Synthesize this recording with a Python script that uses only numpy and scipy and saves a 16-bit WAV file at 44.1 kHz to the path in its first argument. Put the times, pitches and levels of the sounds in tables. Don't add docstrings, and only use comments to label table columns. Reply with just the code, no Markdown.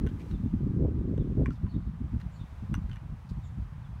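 import sys
import numpy as np
from scipy import signal
from scipy.io import wavfile
from scipy.ndimage import uniform_filter1d

SR = 44100
rng = np.random.default_rng(int(sys.argv[2]) if len(sys.argv) > 2 else 0)


def waveform_to_disk(signal):
    frames = np.transpose(np.atleast_2d(signal))
    scaled = np.clip(frames, -1, 1) * 32767
    samples = np.round(scaled).astype(np.int16)
    wavfile.write(sys.argv[1], SR, samples)


N = 176400
TIME = np.arange(N) / SR

# (frequency [Hz], relative level [dB], t60 [s])
BODY_MODES = [(1084, -3, 0.031), (1116, -7, 0.034), (1210, -16, 0.0077), (1514, -2, 0.011),
              (1844, -7.5, 0.0082), (1824, -3, 0.01), (2780, -11, 0.019), (2880, -18, 0.067),
              (3340, -8.5, 0.0074), (3680, -14, 0.011), (4160, -14.5, 0.0058), (6170, -17, 0.013),
              (5830, -14, 0.013), (7700, -17.5, .0086), (9280, -18.5, 0.016), (11300, -25, 0.014),
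              (13400, -11, .009)]
# (time [s], gain [dB], low-pass [Hz], spot frequency [Hz], spot gain [dB], spot t60 [s])
CONTACTS = [(0.0653, -41, 8000, 1470, -53, .02), (0.0714, -48, 5000, 3200, -46, .02),
            (0.072, -43, 11000, 1510, -42, 0.051), (0.0805, -55, 6000, 3100, -60, .065),
            (.312, -45.5, 5000, 3790, -51.5, 0.034), (1.1785, -47.5, 6150, 3650, -52.5, .009),
            (1.4592, -43, 7500, 2330, -35.5, .018), (1.4604, -39, 3000, 1100, -33, .03),
            (1.4652, -47, 7100, 2380, -43, 0.017), (1.506, -46.5, 6600, 1370, -41, 0.053),
            (1.666, -47, 2200, 1010, -47.5, .07), (2.215, -52, 7500, 4150, -51.5, 0.016),
            (2.7413, -33.5, 10000, 2850, -40, .022), (2.7436, -40, 2400, 1460, -30.5, .025),
            (2.751, -40.5, 11000, 6050, -46, 0.03), (2.9149, -43.5, 4200, 3080, -45, 0.035),
            (2.931, -45, 4500, 2950, -49, 0.046), (2.959, -46.5, 9000, 1780, -44, .021),
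            (2.968, -45, 4030, 2390, -51.5, 0.039)]


def clacks():
    crack_db, crack_t60_s = -7.5, .0045
    grip_detune = .008
    out, t = np.zeros(N), TIME[:SR // 5]
    for start_s, db, lowpass_hz, spot_hz, spot_db, spot_t60_s in CONTACTS:
        body = 0
        for k, (hz, mode_db, t60_s) in enumerate(BODY_MODES):
            gain = (-1) ** k * from_db(mode_db + rng.normal())
            body += gain * ring(t, hz * (1 + grip_detune * rng.normal()), t60_s)
        crack = rng.standard_normal(len(t)) * from_db(crack_db - 60 * t / crack_t60_s)
        spot = butter(from_db(spot_db) * ring(t, spot_hz, spot_t60_s), 1.07 * spot_hz, "low")
        add(out, start_s, from_db(db) * butter(body + crack, lowpass_hz, "low") + spot)
    return out


# (time [s], envelope peak [dB], centre [Hz])
LANDINGS = [(1.4601, -27.5, 1690), (2.744, -28, 1410)]


def knocks():
    sigma_cycles = .5
    out = np.zeros(N)
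    for time_s, db, hz in LANDINGS:
        cycles = (TIME - time_s) * hz
        out += from_db(db) * np.sin(2 * np.pi * cycles) * np.exp(-.5 * (cycles / sigma_cycles) ** 2)
    return out


# (start [s], length [s], level [dB], resonance [Hz])
RUBS = [(0.087, 0.023, -62.5, 3200), (0.193, .05, -61, 2330), (1.504, 0.086, -72, 4860),
        (2.198, 0.026, -57, 1600), (2.889, 0.026, -60, 1500), (2.917, 0.044, -66.5, 2930),
        (3.289, 0.032, -63.5, 4270)]


def rubs():
    catches_per_s, edge_ratio, hiss_db = 2500, 1.15, -25
    out = np.zeros(N)
    for start_s, length_s, db, hz in RUBS:
        progress = np.linspace(0, 1, int(length_s * SR))
        catches = (rng.standard_normal(SR) * (rng.random(SR) < catches_per_s / SR))[:len(progress)]
        resonance = unit_rms(butter(catches, [hz / edge_ratio, hz * edge_ratio], "band", order=1))
        hiss = from_db(hiss_db) * unit_rms(butter(catches, 2 * hz, "low"))
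        add(out, start_s, from_db(db) * (resonance + hiss) * np.sin(np.pi * np.sqrt(progress)))
    return out


def toy():
    low_cut_hz, echo_db = 925, -12.5
    direct = butter(clacks() + rubs(), low_cut_hz, "high", order=4) + knocks()
    return direct + from_db(echo_db) * scatter(direct, t60_s=.15)


# (time [s], level [dB], nominal top edge [Hz])
BREEZE_CURVE = [(0, -40, 362), (.26, -39.5, 387), (.42, -36.5, 216), (.6, -33.5, 305), (1.45, -29, 344),
                (1.57, -38.5, 203), (2.2, -39, 191), (2.5, -43, 197), (2.75, -36.5, 219), (3.2, -44, 175),
                (3.5, -37.5, 178), (4, -40.5, 148.7)]
# (time [s], peak level [dB], nominal top edge [Hz])
WIND_BUFFETS = [(0.019, -26, 309), (0.056, -27, 327), (0.148, -30.5, 302), (0.302, -34, 234),
                (0.343, -31.5, 284), (0.463, -27, 286), (0.544, -23.5, 234), (0.641, -25, 270),
                (0.681, -26.5, 304), (.762, -27.5, 305), (0.827, -23.5, 411), (0.851, -29.5, 557),
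                (0.896, -28.5, 397), (0.979, -25.5, 348), (1.122, -30.5, 430), (1.194, -22, 382),
                (1.388, -27, 422), (1.415, -22.5, 431), (1.488, -25.5, 344), (1.644, -28.5, 257),
                (1.767, -25, 297), (1.869, -30.5, 209), (2.028, -29.5, 292), (2.149, -25.5, 256),
                (2.253, -35, 205), (2.426, -38, 200), (2.622, -35, 229), (2.722, -31, 195),
                (2.772, -29, 242), (2.859, -34, 181), (2.928, -33.5, 197), (3.034, -35, 196.6),
                (3.11, -33.5, 178), (3.319, -32.5, 218), (3.372, -32.5, 198), (3.533, -35, 184),
                (3.622, -30.5, 158)]


def wind():
    rise_s, fall_s = .014, .015
    low_cut_hz, tilt_hz = 46.3, 67
    eddy_db, eddy_octaves = 3, .099
    breeze_db, breeze_hz = in_time(BREEZE_CURVE)
    power = from_db(breeze_db) ** 2
    weighted_edge = power * breeze_hz
    for time_s, db, edge_hz in WIND_BUFFETS:
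        sigma_s = np.where(TIME < time_s, rise_s, fall_s)
        buffet_power = from_db(db) ** 2 * np.exp(-.5 * ((TIME - time_s) / sigma_s) ** 2)
        power += buffet_power
        weighted_edge += buffet_power * edge_hz
    eddies = drift(rate_hz=42.2)
    top_hz = .97 * weighted_edge / power * 2 ** (eddy_octaves * eddies)
    edge_order = 7.5 * (200 / top_hz) ** .86
    rumble = 0
    for hz, band in noise_bands([(21, 0), (1200, 0)]):
        slope = 1 / np.sqrt((1 + (low_cut_hz / hz) ** 8) * (1 + (hz / tilt_hz) ** 2))
        rumble += band * slope / np.sqrt(1 + (hz / top_hz) ** (2 * edge_order))
    rumble = unit_rms(rumble)
    local_power = uniform_filter1d(uniform_filter1d(rumble ** 2, size=1100), size=700)
    evened = rumble / np.sqrt(local_power + .28)
    return evened * np.sqrt(power) * from_db(eddy_db * eddies)


def bird_note(length_s, hz, arch, fall, rasp):
    progress = np.linspace(0, 1, int(length_s * SR))
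    hump = np.sin(np.pi * progress)
    waver = unit_rms(butter(rng.standard_normal(SR // 4), 570, "low"))[:len(progress)]
    pitch_hz = hz * (1 + arch * (hump - 2 / np.pi) - fall * (progress - .5) + rasp * waver)
    return np.sin(2 * np.pi * np.cumsum(pitch_hz) / SR) * hump


# (start [s], length [s], pitch [Hz], level [dB])
BIRD_CHIRPS = [(0.294, 0.042, 4090, -67), (0.332, 0.04, 3560, -63.5), (1.186, 0.052, 3540, -65),
               (1.547, 0.032, 3540, -69), (1.685, 0.054, 4310, -65), (1.733, 0.039, 3650, -64),
               (2.348, 0.036, 4320, -66.5), (2.387, 0.0545, 3560, -62), (3.425, .045, 3560, -67),
               (3.833, 0.043, 3400, -68.5)]
# (start [s], length [s], upper pitch [Hz], level per voice [dB])
BIRD_CALLS = [(2.305, 0.094, 7500, -75), (3.428, 0.072, 7320, -72)]


def birds():
    lower_voice_ratio, echo_db = .92, -2.5
    out = np.zeros(N)
    for start_s, length_s, hz, db in BIRD_CHIRPS:
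        add(out, start_s, from_db(db) * bird_note(length_s, hz, arch=.027, fall=.1, rasp=.04))
    for start_s, length_s, upper_hz, db in BIRD_CALLS:
        for hz in (upper_hz, upper_hz * lower_voice_ratio):
            add(out, start_s, from_db(db) * bird_note(length_s, hz, arch=0, fall=.054, rasp=.014))
    return out + from_db(echo_db) * scatter(out, t60_s=.9)


# (frequency [Hz], relative density [dB])
TRAFFIC_SPECTRUM = [(100, 9.5), (300, -3), (500, -2.5), (750, 1), (1050, 3), (1500, -4), (2200, -10.5),
                    (3200, -16.5), (5000, -23.5)]
# (time [s], level [dB])
TRAFFIC_CURVE = [(0, -58), (0.799, -60.5), (1.5, -60.5), (2.5, -58), (3.2, -59.5), (4, -59)]


def traffic():
    return wash(TRAFFIC_SPECTRUM, TRAFFIC_CURVE, waver_db=1.2)


# (frequency [Hz], relative density [dB])
REED_SPECTRUM = [(2000, 8.5), (3900, 2), (5000, -2.5), (6500, 4.5), (7800, -7), (9400, -3), (10600, -13),
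                 (12500, -1.5), (15500, -12)]
# (time [s], level [dB])
REED_CURVE = [(0, -72.5), (.31, -67.5), (.345, -71.5), (0.899, -76), (1.499, -74), (1.95, -75.5),
              (2.15, -73.5), (2.55, -71.5), (3.05, -74), (3.4, -73), (4, -74.5)]


def reeds():
    return wash(REED_SPECTRUM, REED_CURVE, waver_db=0)


def scatter(x, t60_s):
    top_hz, onset_s = 5000, .006
    t = TIME[:SR // 2]
    noise = butter(rng.standard_normal(len(t)), top_hz, "low", order=1)
    tail = noise * from_db(-60 * t / t60_s) * (1 - np.exp(-t / onset_s))
    return signal.fftconvolve(x, tail / np.linalg.norm(tail) / 2)[:N]


def wash(spectrum, level_curve, waver_db):
    level_db, = in_time(level_curve)
    noise = sum(band * from_db(waver_db * drift(rate_hz=8)) for _, band in noise_bands(spectrum))
    return from_db(level_db) * noise


def noise_bands(spectrum):
    hz, db = np.transpose(spectrum)
    edges_hz = 20 * 2 ** (np.arange(30) / 3)
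    white, bands = rng.standard_normal((2, N + SR)), []
    for k, (low, high) in enumerate(zip(edges_hz, edges_hz[1:])):
        centre = np.sqrt(low * high)
        if hz[0] < high and low < hz[-1]:
            gain = from_db(np.interp(np.log(centre), np.log(hz), db)) * np.sqrt(high - low)
            band = butter(white[k % 2], [low, high], "band", order=3)[SR:]
            bands.append((centre, gain * unit_rms(band)))
    total_rms = np.std(sum(band for _, band in bands))
    return [(centre, band / total_rms) for centre, band in bands]


def ring(t, hz, t60_s):
    return np.sin(2 * np.pi * hz * t) * from_db(-60 * t / t60_s)


def drift(rate_hz):
    return unit_rms(butter(rng.standard_normal(N + SR), rate_hz, "low")[SR:])


def butter(x, hz, kind, order=2):
    sos = signal.butter(order, np.clip(hz, 10, .45 * SR), kind, fs=SR, output="sos")
    return signal.sosfilt(sos, x + 1e-18)


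def in_time(curve):
    times_s, *columns = np.transpose(curve)
    return [np.interp(TIME, times_s, column) for column in columns]


def from_db(db):
    return 10 ** (np.asarray(db) / 20)


def unit_rms(x):
    return x / np.sqrt(np.mean(x ** 2) + 1e-20)


def add(out, start_s, sound):
    i = max(int(start_s * SR), 0)
    out[i:i + len(sound)] += sound[:max(N - i, 0)]


def scene():
    background = traffic() + reeds()
    return (background + wind() + toy() + birds())[None]


def record(dry):
    low_cut_hz, high_cut_hz = 31.6, 15800
    lowpass = signal.ellip(10, .2, 80, high_cut_hz, fs=SR, output="sos")
    return signal.sosfilt(lowpass, butter(dry, low_cut_hz, "high", order=4))


dry = scene()
out = record(dry)
waveform_to_disk(out)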